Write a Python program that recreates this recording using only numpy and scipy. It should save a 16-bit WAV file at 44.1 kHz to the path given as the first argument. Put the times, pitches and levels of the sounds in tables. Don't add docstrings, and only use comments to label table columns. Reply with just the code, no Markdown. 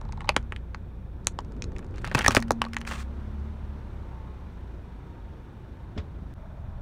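import sys
import numpy as np
from scipy import signal
from scipy.io import wavfile

SR = 44100
rng = np.random.default_rng(int(sys.argv[2]) if len(sys.argv) > 2 else 0)


def digitize_waveform(pressure):
    field = np.atleast_2d(pressure).T
    bounded = np.clip(field, -1, 1)
    quanta = np.round(bounded * 32767).astype(np.int16)
    wavfile.write(sys.argv[1], SR, quanta)


def convert_level_to_amplitude(level_db):
    exponent = np.asarray(level_db, float) / 20
    return 10 ** exponent


N = 300321
TIME_S = np.arange(N) / SR
SCENE_CHANGE_S = 6.339

# start_s, firing_rate_hz, exhaust_beat_db, load_db (re mean)
ENGINE = [(0.0, 38.09, -42.5, 11.5), (0.47, 30.34, -39.5, 2.5), (1.02, 28.14, -41.5, -2),
          (1.76, 25.66, -46.5, 7.5), (2.27, 26.46, -50, 13.5), (2.67, 28.95, -44, 1), (3.24, 34.99, -37, 0),
          (3.51, 36.29, -38.5, -2.5), (4.0, 33.2, -42, 2.5), (4.46, 30.08, -43.5, -2),
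          (4.7, 28.47, -40.5, -4.5), (5.1, 27.09, -46.5, -2.5), (5.52, 25.22, -51, -2),
          (6.3, 26.09, -50, 1.5), (6.81, 25.82, -45, 8)]


def rms_one(x):
    return x / np.sqrt(np.mean(x ** 2) + 1e-20)


def peak_one(x):
    return x / (np.max(np.abs(x), axis=-1, keepdims=True) + 1e-20)


def in_time(rows):
    s, *columns = np.transpose(rows)
    return [np.interp(TIME_S, s, c) for c in columns]


def band(x, low_hz, high_hz):
    edges = [low_hz, min(high_hz, .45 * SR)]
    return signal.sosfilt(signal.butter(2, edges, "band", fs=SR, output="sos"), x)


def drift(rate):
    r = np.exp(-80 * np.pi * rate / SR)
    slow = signal.lfilter([1], [1, -2 * r, r * r], rng.standard_normal(N // 40 + 2002))[2000:]
    return np.interp(np.arange(N) / 40, np.arange(len(slow)), rms_one(slow))


def ring(clicks, hz, t60):
    r, w = convert_level_to_amplitude(-60 / (t60 * SR)), 2 * np.pi * hz / SR
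    return signal.lfilter([0, np.sin(w)], [1, -2 * r * np.cos(w), r * r], clicks + 1e-18)


def click(s, db):
    x = np.zeros(N)
    x[round(s * SR)] = convert_level_to_amplitude(db)
    return x


def place(starts_s, shapes):
    length = len(shapes[0])
    out = np.zeros(N + length)
    for s, shape in zip(starts_s, shapes):
        i = round(float(s) * SR)
        out[i:i + length] += shape
    return out[:N]


def engine():
    # order_multiple, level_db (re the beat), load_share
    low_orders = [(1, -5, 0.99), (2, 0.5, .05), (3, -9.5, .3)]
    # order_multiple, level_db (re order 2 at full speed)
    upper_orders = [(4, -19), (5, -27.5), (6, -10)]
    rate_hz, beat_db, load_db = in_time(ENGINE)
    phase = 2 * np.pi * np.cumsum(rate_hz) / SR
    orders = [(k, beat_db + db + share * load_db) for k, db, share in low_orders]
    orders += [(k, beat_db + db + 1.2 * (rate_hz - 36)) for k, db in upper_orders]
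    tones = np.zeros(N)
    for k, db in orders:
        gain, turn = convert_level_to_amplitude(1.5 * drift(4)), .25 * drift(3)
        tones += convert_level_to_amplitude(db) * gain * np.sin(round(k) * phase + turn)
    return np.sqrt(2) * tones, phase


def bay_levels():
    # level_db, load_share, gain_when_open_db, gain_as_tyre_passes_db
    layers = [(-37.5, 0.45, -0.47, 0.9), (-56.5, 0.17, 5, 8.5), (-60, 0.27, 6.5, -0.5),
              (-69.5, 0.075, 9.5, 0.96)]
    # rumble_db, boom_db, drone_db, hiss_db
    losses = (0.1, 4.9, 0.34, 1.9)
    # start_s, open_share (0-1)
    open_curve = [
        (0.0, 0.26),
        (1.0, 0),
        (1.9, 0.13),
        (3.2, 0.9),
        (5.2, 0.59),
        (6.2, 0.46),
        (6.34, 0.51),
        (6.81, 0.46),
    ]
    load_db, (opening,) = in_time(ENGINE)[-1], in_time(open_curve)
    nearest_s, pass_s = 1.7, 0.39
    tyre_near = 1 / (1 + ((TIME_S - nearest_s) / pass_s) ** 2)
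    moved = TIME_S > SCENE_CHANGE_S
    return [db + share * load_db + open_db * opening + tyre_db * tyre_near - loss_db * moved
            for (db, share, open_db, tyre_db), loss_db in zip(layers, losses)]


def engine_bay(phase):
    # pitch_hz, density_db (per Hz)
    colour = [(31, -24.5), (52, -6), (80, -5.5), (107, -10.5), (129, -15), (214, -13.5), (259, -15),
              (380, -16), (726, -35.5), (901, -33.5), (1990, -40), (3620, -49.5), (16000, -74)]
    hz, colour_db = np.transpose(colour)
    groups = [0, 0, 0, 0]
    white = rng.standard_normal((2, N))
    edges_hz = 24 * 2 ** np.arange(0, 9.6, .5)
    for k, (low, high) in enumerate(zip(edges_hz, edges_hz[1:])):
        centre = np.sqrt(low * high)
        gain = convert_level_to_amplitude(np.interp(np.log(centre), np.log(hz), colour_db) + 0.73 * drift(15))
        group = int(centre > 200) + int(centre > 520) + int(centre > 1500)
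        groups[group] = groups[group] + gain * band(white[k % 2], low, high)
    throb = convert_level_to_amplitude(0.76 * np.sin(phase))
    trims_db = (-4, 2.03, -0.47, -2.63)
    return throb * sum(convert_level_to_amplitude(db + trim) * rms_one(g) for db, trim, g in zip(bay_levels(), trims_db, groups))


def whine_and_panels(phase):
    # firing_rate_multiple, level_db
    belts = [(34.5, -63), (27.9, -61.5), (47.0, -66), (17.25, -64)]
    # low_hz, high_hz, gain_db
    windows = [(590, 660, 1.4), (860, 970, 4.5), (990, 1110, 3.5), (1160, 1270, 0)]
    # pitch_hz, width_hz, level_db
    panel_peaks = [(900, 62, -67), (1720, 170, -74), (2425, 230, -75.5), (3580, 430, -76.5),
                   (5560, 200, -89)]
    near = np.interp(TIME_S, [2.6, 3.7, 4.0, 5.1, 5.6], [.1, .8, 1, .9, .15])
    tones = sum(convert_level_to_amplitude(db + 1.6 * drift(3)) * np.sin(k * phase) for k, db in belts)
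    tones = sum(convert_level_to_amplitude(db) * band(tones, low_hz, high_hz) for low_hz, high_hz, db in windows)
    white = rng.standard_normal(N)
    panels = sum(convert_level_to_amplitude(db) * rms_one(band(white, hz - w / 2, hz + w / 2)) for hz, w, db in panel_peaks)
    return near * tones + near ** 0.082 * panels


def hollow_under_car():
    # pitch_hz, width_hz, level_db
    hollow = (635, 110, -59.5)
    hz, w, db = hollow
    noise = rms_one(band(rng.standard_normal(N), hz - w / 2, hz + w / 2))
    return convert_level_to_amplitude(db + 2 * drift(18.0)) * noise * (TIME_S > SCENE_CHANGE_S)


def clunk():
    # pitch_hz, delay_s, t60_s, level_db
    modes = [(76.8, 0.021, 0.18, -22), (215, 0.004, 0.14, -30), (269, 0.0038, 0.16, -35.5),
             (430, 0.0076, 0.15, -37.5), (588, 0.0075, 0.2, -41.5)]
    start_s = 5.962
    t = TIME_S - start_s
    thud = sum(ring(click(start_s + lag, db), hz, t60) for hz, lag, t60, db in modes)
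    late = np.maximum(t - .013, 0)
    first_touch = convert_level_to_amplitude(-26) * (t > 0) * (t < .013)
    shape = first_touch + np.minimum(late / .004, 1) * convert_level_to_amplitude(-60 * late / .1)
    noise = band(band(rng.standard_normal(N), 430, 5700), 200, 6200)
    rattle = signal.lfilter([1], [1, -.82], noise)
    return thud + convert_level_to_amplitude(-36.0) * shape * rms_one(rattle)


def tyre():
    # start_s, push_db, air_ring_db
    blows = [
        (0.366, -20.5, -46.5),
        (2.149, -15.5, -38),
        (2.284, -11, -40),
        (2.371, -10.5, -33.5),
        (2.51, -16.5, -43.5),
    ]
    # pitch_hz, t60_s, level_db
    carcass_modes = [(88.5, 0.13, -20), (115.14, 0.19, -14.5), (196, 0.053, -11.5), (263, 0.038, -1),
                     (382, 0.056, -10)]
    push = sum(click(s, db) for s, db, air_db in blows)
    air = sum(click(s, air_db) for s, db, air_db in blows)
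    carcass = sum(convert_level_to_amplitude(db) * ring(push, hz, t60) for hz, t60, db in carcass_modes)
    return carcass + ring(air, hz=229.2, t60=2.17)


def cracks(rows, edge_hz, air_db):
    s, db, body_db, snap_db, edge_db = np.transpose(rows)[:, :, None]
    t60 = 0.015 * convert_level_to_amplitude(-0.19 * snap_db)
    t = np.arange(2000) / SR
    fall = t / np.clip(t60, .003, .05)
    size = (len(rows), 2000)
    uneven_db = 2.5 * (rng.exponential(1, size) - 2.0)
    fractures = rng.standard_normal(size) * convert_level_to_amplitude(uneven_db)
    first_snap = 6.97 * (t == 0)
    burst = (fractures + first_snap) * convert_level_to_amplitude(-60 * fall)
    longer, shorter = burst * convert_level_to_amplitude(25 * fall), burst * convert_level_to_amplitude(-20 * fall)

    def steep(x, low_hz, high_hz, cut_hz):
        return peak_one(band(band(x, low_hz, high_hz), low_hz / 2, cut_hz))

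    shell = steep(burst, 1200, 3000, 3500)
    body = steep(longer, 520, 1200, 1700)
    snap = steep(band(burst, 2200, 9500), 3300, 7200, 8500)
    edge = steep(shorter, 7000, 1.2 * edge_hz, edge_hz)
    air = steep(shorter, 11500, 17000, 18000)
    bright = convert_level_to_amplitude(edge_db) * (edge - convert_level_to_amplitude(air_db) * air)
    shapes = convert_level_to_amplitude(db) * (shell - convert_level_to_amplitude(body_db) * body - convert_level_to_amplitude(snap_db) * snap + bright)
    return place(s[:, 0], shapes)


def faint_grit():
    # start_s, shell_peak_db, snap_db (re peak)
    grains = [(0.0131, -45, 1), (0.052, -49, -5), (0.0882, -51, -5), (0.1282, -49, -18), (0.1742, -47, -8),
              (0.2164, -44, -9), (0.2443, -44, -12), (0.2557, -57, 3), (0.2748, -41.5, -28),
              (0.3207, -44, -9), (0.3434, -46, -10), (0.4277, -50.5, -1), (1.2469, -62, 13),
              (1.2585, -60, 6), (1.4058, -51, 7), (1.4479, -52, 3.5), (1.514, -59, -5), (1.5211, -50.5, 3),
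              (1.566, -52, -1.5), (1.72, -46.5, -4), (1.827, -48, -14), (1.8452, -48, -0.5),
              (1.866, -60, 9), (1.91, -65, 11), (1.9595, -56, 12)]
    rows = [(s, db, 3.5, snap_db, snap_db - 10.5) for s, db, snap_db in grains]
    return band(cracks(rows, edge_hz=9300, air_db=-41.0), 300, 10500)


def grit_pops():
    # start_s, shell_peak_db, then body_db, snap_db, edge_db re peak
    pops = [(0.1237, -35, -19, 0.5, -11), (0.2066, -31, -19, -17, -16), (0.2903, -19, -11, -15, -24),
            (0.2914, -20.5, -20, -7, -5.5), (0.2965, -46, 1, -20, -20), (0.365, -25, -19, 13.5, 4),
            (0.5226, -36, -1, -26, -9), (0.5628, -36.5, -24, -22, -11), (0.7467, -35, -36, -4.5, -32),
            (1.2706, -28.5, -21.5, 1.5, 9.5), (1.3892, -31.5, -13, 2.5, -16), (1.6223, -47, -26, 25.5, -36),
            (1.6411, -35, -22, 6, -34), (1.7639, -34, -31, -12, -21), (1.7841, -48, 6, 10, 2),
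            (1.7916, -37.5, -5, -12, -8), (1.9417, -43, -5, -20, -21), (1.9726, -45, -8, -5, -21),
            (1.9823, -34.5, -12, -4, -27)]
    return cracks(pops, edge_hz=9300, air_db=-12)


def rings():
    # start_s, low_hz, high_hz, low_db, high_db
    pairs = [(0.2942, 760, 2230, -30, -30.5), (0.3639, 1820, 2730, -33, -9.5),
             (0.5222, 430, 1920, -32.5, -26), (1.389, 996, 3050, -16, -25),
             (1.6222, 2452, 3470, -23.5, -49), (2.045, 1320, 1660, -25.5, -18.5),
             (2.115, 1087, 1760, -29, -20), (2.151, 920, 2300, -30, -11.5),
             (2.194, 1322, 2008, -16.5, -17.5), (2.208, 901.5, 1699, -20.5, -26),
             (2.2642, 1765, 2185, -8.5, -20.5), (2.284, 1215, 520, -11, -17),
             (2.309, 961, 2450, -29, -25.5), (2.3493, 660, 1272, -18, -26), (2.369, 1208, 2440, -23, -24),
             (2.3713, 591, 410, -11, -35), (2.5098, 588, 900, -41, -22)]
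    t = np.arange(3000) / SR
    starts, shapes = [], []
    for s, low_hz, high_hz, low_db, high_db in pairs:
        for hz, db in ((low_hz, low_db), (high_hz, high_db)):
            t60 = .011 * (1000 / hz) ** .6
            starts.append(s)
            shapes.append(convert_level_to_amplitude(db - 60 * t / t60) * np.sin(2 * np.pi * hz * t))
    return place(starts, shapes)


def pings():
    # start_s, pitch_hz, t60_s, level_db
    pieces = [(0.2914, 1070, 0.0096, -11), (0.2915, 4380, 0.0052, -10), (0.2916, 6200, .005, -17.5),
              (0.2915, 9100, 0.0034, -17.5), (0.2925, 2550, 0.0064, -5), (0.2987, 870, 0.013, -19),
              (0.5629, 2950, 0.0042, -30.5), (0.7465, 1830, 0.0065, -29), (0.7466, 4430, 0.0044, -36),
              (1.27069, 2500, 0.0022, -13), (1.27068, 4000, 0.002, -9), (1.271, 940, 0.011, -20),
              (2.149, 133, 0.06, -11.5), (2.1492, 1620, 0.021, -13.5), (2.1949, 1600, 0.0061, -11.5),
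              (2.2473, 1780, 0.0093, -11), (2.5285, 6040, .005, -43), (2.2635, 1780, 0.012, -5),
              (2.2813, 5720, 0.003, 0), (2.283, 6000, 0.0051, -11), (2.306, 900, 0.013, -22),
              (2.35, 5070, 0.0064, -16), (2.3495, 8700, 0.0045, -14), (2.426, 4280, .006, -27.5),
              (2.425, 1770, 0.0095, -24), (2.617, 1590, 0.0046, -14.5), (2.618, 1120, .009, -10.5),
              (2.61805, 2800, 0.0045, -9), (2.641, 940, 0.0081, -24), (2.651, 4240, 0.0049, -28.5),
              (2.652, 646, 0.011, -32), (2.666, 1140, .02, -29), (2.7342, 1800, 0.0093, -28),
              (2.734, 5260, 0.0061, -30), (2.739, 2000, 0.007, -42), (2.744, 1910, 0.0056, -28),
              (2.745, 4400, .005, -40), (2.7673, 1770, 0.0072, -22), (2.7672, 7140, 0.004, -25),
              (2.804, 6000, .008, -46), (2.8085, 9200, 0.0064, -46), (2.815, 2740, 0.0041, -26),
              (2.851, 2170, 0.0055, -29.5), (2.8744, 1690, .008, -26), (2.9045, 2200, 0.0058, -36),
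              (2.94, 1500, 0.0064, -36), (2.9595, 1816, .008, -36), (2.979, 2000, 0.007, -38),
              (2.996, 3500, 0.0063, -40), (3.005, 2000, 0.0073, -39)]
    # start_s, pitch_hz, t60_s, level_db
    more_pieces = [
        (0.2945, 606, 0.045, -19),
        (0.284, 3050, 0.02, -36),
        (0.2066, 2000, 0.008, -30),
        (0.305, 2350, 0.04, -38),
        (2.284, 224, 0.05, -16),
        (2.372, 257, 0.05, -16),
        (2.1495, 615, 0.02, -20),
        (2.282, 1215, 0.016, -13),
        (2.371, 1210, 0.02, -17),
        (2.415, 6200, 0.008, -40),
    ]
    # start_s, level_db
    knocks = [
        (0.013, -40),
        (0.052, -45),
        (0.09, -39.5),
        (0.129, -38.5),
        (0.175, -38),
        (0.206, -45),
        (0.217, -40),
        (0.244, -37.5),
        (0.2557, -46),
        (0.275, -42),
    ]
    # pitch_hz, delay_s, t60_s, level_db (re the knock)
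    knock_modes = [(900, 0.003, 0.0226, 3), (1030, 0.002, 0.021, -2), (3900, 0.0001, 0.006, -5)]
    knock_rings = [(s + lag, hz, t60, db + rel_db) for s, db in knocks for hz, lag, t60, rel_db in knock_modes]
    t = np.arange(3000) / SR
    sources = pieces + more_pieces + knock_rings
    shapes = [-convert_level_to_amplitude(db - 60 * t / max(t60, .001)) * np.sin(2 * np.pi * hz * t) for s, hz, t60, db in sources]
    return place([row[0] for row in sources], shapes)


def whips():
    # start_s, first_pitch_hz, pitch_fall_s, t60_s, level_db
    sweeps = [
        (0.365, 3040, 0.00061, 0.0073, -0.5),
        (1.2705, 6800, 0.002, 0.0014, 8),
        (0.5224, 2600, .0012, .006, -16),
        (0.7463, 2500, .0012, .007, -17),
        (0.5626, 3000, .0012, .005, -24),
        (2.7335, 2400, .0012, .006, -20),
        (2.7669, 2400, .0012, .006, -14),
        (2.2812, 1610, 0.0011, 0.0062, 2),
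        (2.3671, 2780, 0.0011, 0.0045, 6),
        (2.5072, 1520, 0.0011, 0.0099, 1),
    ]
    t = np.arange(3000) / SR
    shapes = []
    for s, hz, fall_s, t60, db in sweeps:
        swell = (1 - np.exp(-1.2 * hz * t)) * convert_level_to_amplitude(db - 60 * t / t60)
        cycles = hz * (fall_s * (1 - np.exp(-t / fall_s)) + .12 * t)
        shapes.append(-swell * np.sin(2 * np.pi * cycles))
    return place([row[0] for row in sweeps], shapes)


def grind():
    # start_s, hold_s, level_db, then top_db, body_db re level
    slides = [(1.945, 0.03, -58, -21, -19), (1.979, 0.012, -53.5, -14, -18), (2.016, 0.004, -57, -10, -17),
              (2.046, 0.008, -42.5, -24, -8), (2.063, 0.022, -46.5, -25, -5), (2.107, 0.003, -58, -19, -5),
              (2.115, 0.006, -49, -20, -1), (2.125, 0.003, -54, -22, -5), (2.209, 0.008, -40.5, -10, -15),
              (2.346, 0.008, -48, -7, -8.5), (2.478, 0.007, -58, -10, -13), (2.157, 0.029, -37, -13, -1),
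              (2.18, 0.023, -45, -22.5, 4), (2.244, 0.043, -35.5, -16, -20), (2.31, 0.013, -35, -10.5, -6),
              (2.359, 0.005, -34.5, -1, -10.5), (2.872, 0.019, -42, -4, -25),
              (2.912, 0.017, -41.5, -9, -19), (2.936, 0.024, -46.5, -8.5, -13),
              (2.969, 0.032, -50, -7, -18), (3.003, 0.013, -51.5, -3, -18), (3.02, 0.008, -62, -8, -18)]
    s, hold, db, top_db, body_db = np.transpose(slides)[:, :, None]
    rise_db = 2500 * np.maximum(s - TIME_S, 0)
    fall_db = 804.5 * np.maximum(TIME_S - s - hold, 0)
    level = convert_level_to_amplitude(db - rise_db - fall_db)
    born = rng.random(N) < 3600 * convert_level_to_amplitude(4 * drift(90)) / SR
    strength = convert_level_to_amplitude(3.0 * np.minimum(rng.exponential(1, N), 4))
    slips = born * strength * rng.choice([-1, 1], N)
    pitches_hz, dealt = np.geomspace(1100, 4500, 12), rng.integers(0, 12, N)
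    shell = sum(ring(slips * (dealt == k), hz, 28 / hz) for k, hz in enumerate(pitches_hz))
    top = signal.lfilter([1], [1, -.6], band(band(slips, 4200, 10000), 2500, 9500))
    air = -band(band(slips, 9800, 17000), 6000, 17000)
    body = band(slips, 240, 1200)
    layers = (0, shell), (top_db, top), (top_db - 15, air), (body_db, body)
    return sum(np.sum(level * convert_level_to_amplitude(share_db), axis=0) * rms_one(x) for share_db, x in layers)


def toy_breaks():
    # start_s, shell_peak_db, then body_db, snap_db re peak
    breaks = [(2.0466, -37, -5, -2), (2.0496, -27.5, -24, -6), (2.075, -28.5, -3, -6), (2.115, -35, 6, -9),
              (2.1484, -10.5, -3.5, -8), (2.153, -14, -24, -6), (2.1905, -23, -2.5, 7),
              (2.1926, -19.5, -2.5, -10), (2.209, -18, -20.5, -24), (2.217, -19, -30, -14),
              (2.2436, -22, -14, -8), (2.2472, -21, -15, -8.5), (2.2622, -11.5, -28, -6),
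              (2.2724, -27, -11, -3), (2.2808, -15, -11, 9), (2.308, -15, -13, -9), (2.349, -13.5, -3, 0),
              (2.368, -18, -24, 0.5), (2.376, -29, 3.5, 8), (2.3932, -29.5, -3, -11),
              (2.425, -25.5, -11, -3.5), (2.5074, -38.5, 5, 22.5), (2.618, -19.5, -22, -3),
              (2.651, -32, 0, -17), (2.7343, -27, -38, -8), (2.7669, -19.5, -30, -15),
              (2.8142, -33, -2, -5.5), (2.8755, -27, -13, -5), (2.912, -29, -2, -14),
              (2.92, -24, -9.5, -16)]
    # start_s, shell_peak_db, snap_db (re peak)
    splinters = [(2.0195, -44, -3), (2.0656, -36, -8), (2.0899, -51, -9), (2.098, -39, -9),
                 (2.143, -37, -1), (2.176, -32, -23), (2.1806, -21, -11), (2.2233, -30, -3),
                 (2.2287, -27, -18), (2.2387, -32, -18), (2.319, -34, 7), (2.3243, -28, -7),
                 (2.36, -42, 24), (2.4024, -43, 12), (2.415, -60, -4), (2.482, -39, -7), (2.4856, -58, 8),
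                 (2.5185, -36.5, 14.5), (2.641, -29.5, -14), (2.6627, -37, -19), (2.6852, -45, -6),
                 (2.745, -38, -1), (2.7854, -42, 1), (2.8085, -42, -4), (2.851, -34, -14),
                 (2.869, -37, -11), (2.903, -37, -16), (2.925, -31, -6), (2.9583, -34, -15),
                 (2.979, -40, -8)]
    rows = breaks + [(s, db, -14, snap_db) for s, db, snap_db in splinters]
    plastic = [(*row, -4.5 + 0.9 * row[-1]) for row in rows]
    return cracks(plastic, edge_hz=10000, air_db=-7.5)


def floor_pan(x):
    t = np.arange(round(.056 * SR)) / SR
    noise = rng.standard_normal((2, len(t))) * (t > .002)
    quick = signal.lfilter([.35], [1, -.65], noise[0] * convert_level_to_amplitude(-60 * t / 0.061))
    shelf = signal.lfilter([.9], [1, -.05], noise[1] * convert_level_to_amplitude(-29 - 60 * t / 0.23))
    tail = quick + shelf
    return convert_level_to_amplitude(-18) * signal.fftconvolve(x, tail / np.sqrt(np.sum(tail ** 2)))[:N]


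def scene():
    orders, phase = engine()
    car = orders + engine_bay(phase) + whine_and_panels(phase) + hollow_under_car() + tyre() + clunk()
    pieces = band(rings() + pings() + whips(), 110, 9500)
    hits = faint_grit() + grit_pops() + toy_breaks() + pieces
    return (car + hits + floor_pan(hits) + grind())[None]


def top_cut(x):
    return signal.sosfilt(signal.butter(12, 16660, fs=SR, output="sos"), x)


def record(dry):
    since = TIME_S - SCENE_CHANGE_S
    fade = np.where(since < 0, np.clip(-since / 0.00062, .02, 1), np.clip(since / 0.027, .02, 1))
    heard = (dry + convert_level_to_amplitude(-80.5) * rng.standard_normal(N)) * fade
    tick = signal.lfilter([1], [1, -.7], click(SCENE_CHANGE_S, -39))
    limited = np.clip(heard + tick, -.9, .9)
    mix = signal.sosfilt(signal.cheby2(12, 60, 16660, fs=SR, output="sos"), limited)
    return top_cut(mix)


dry = scene()
out = record(dry)
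digitize_waveform(out)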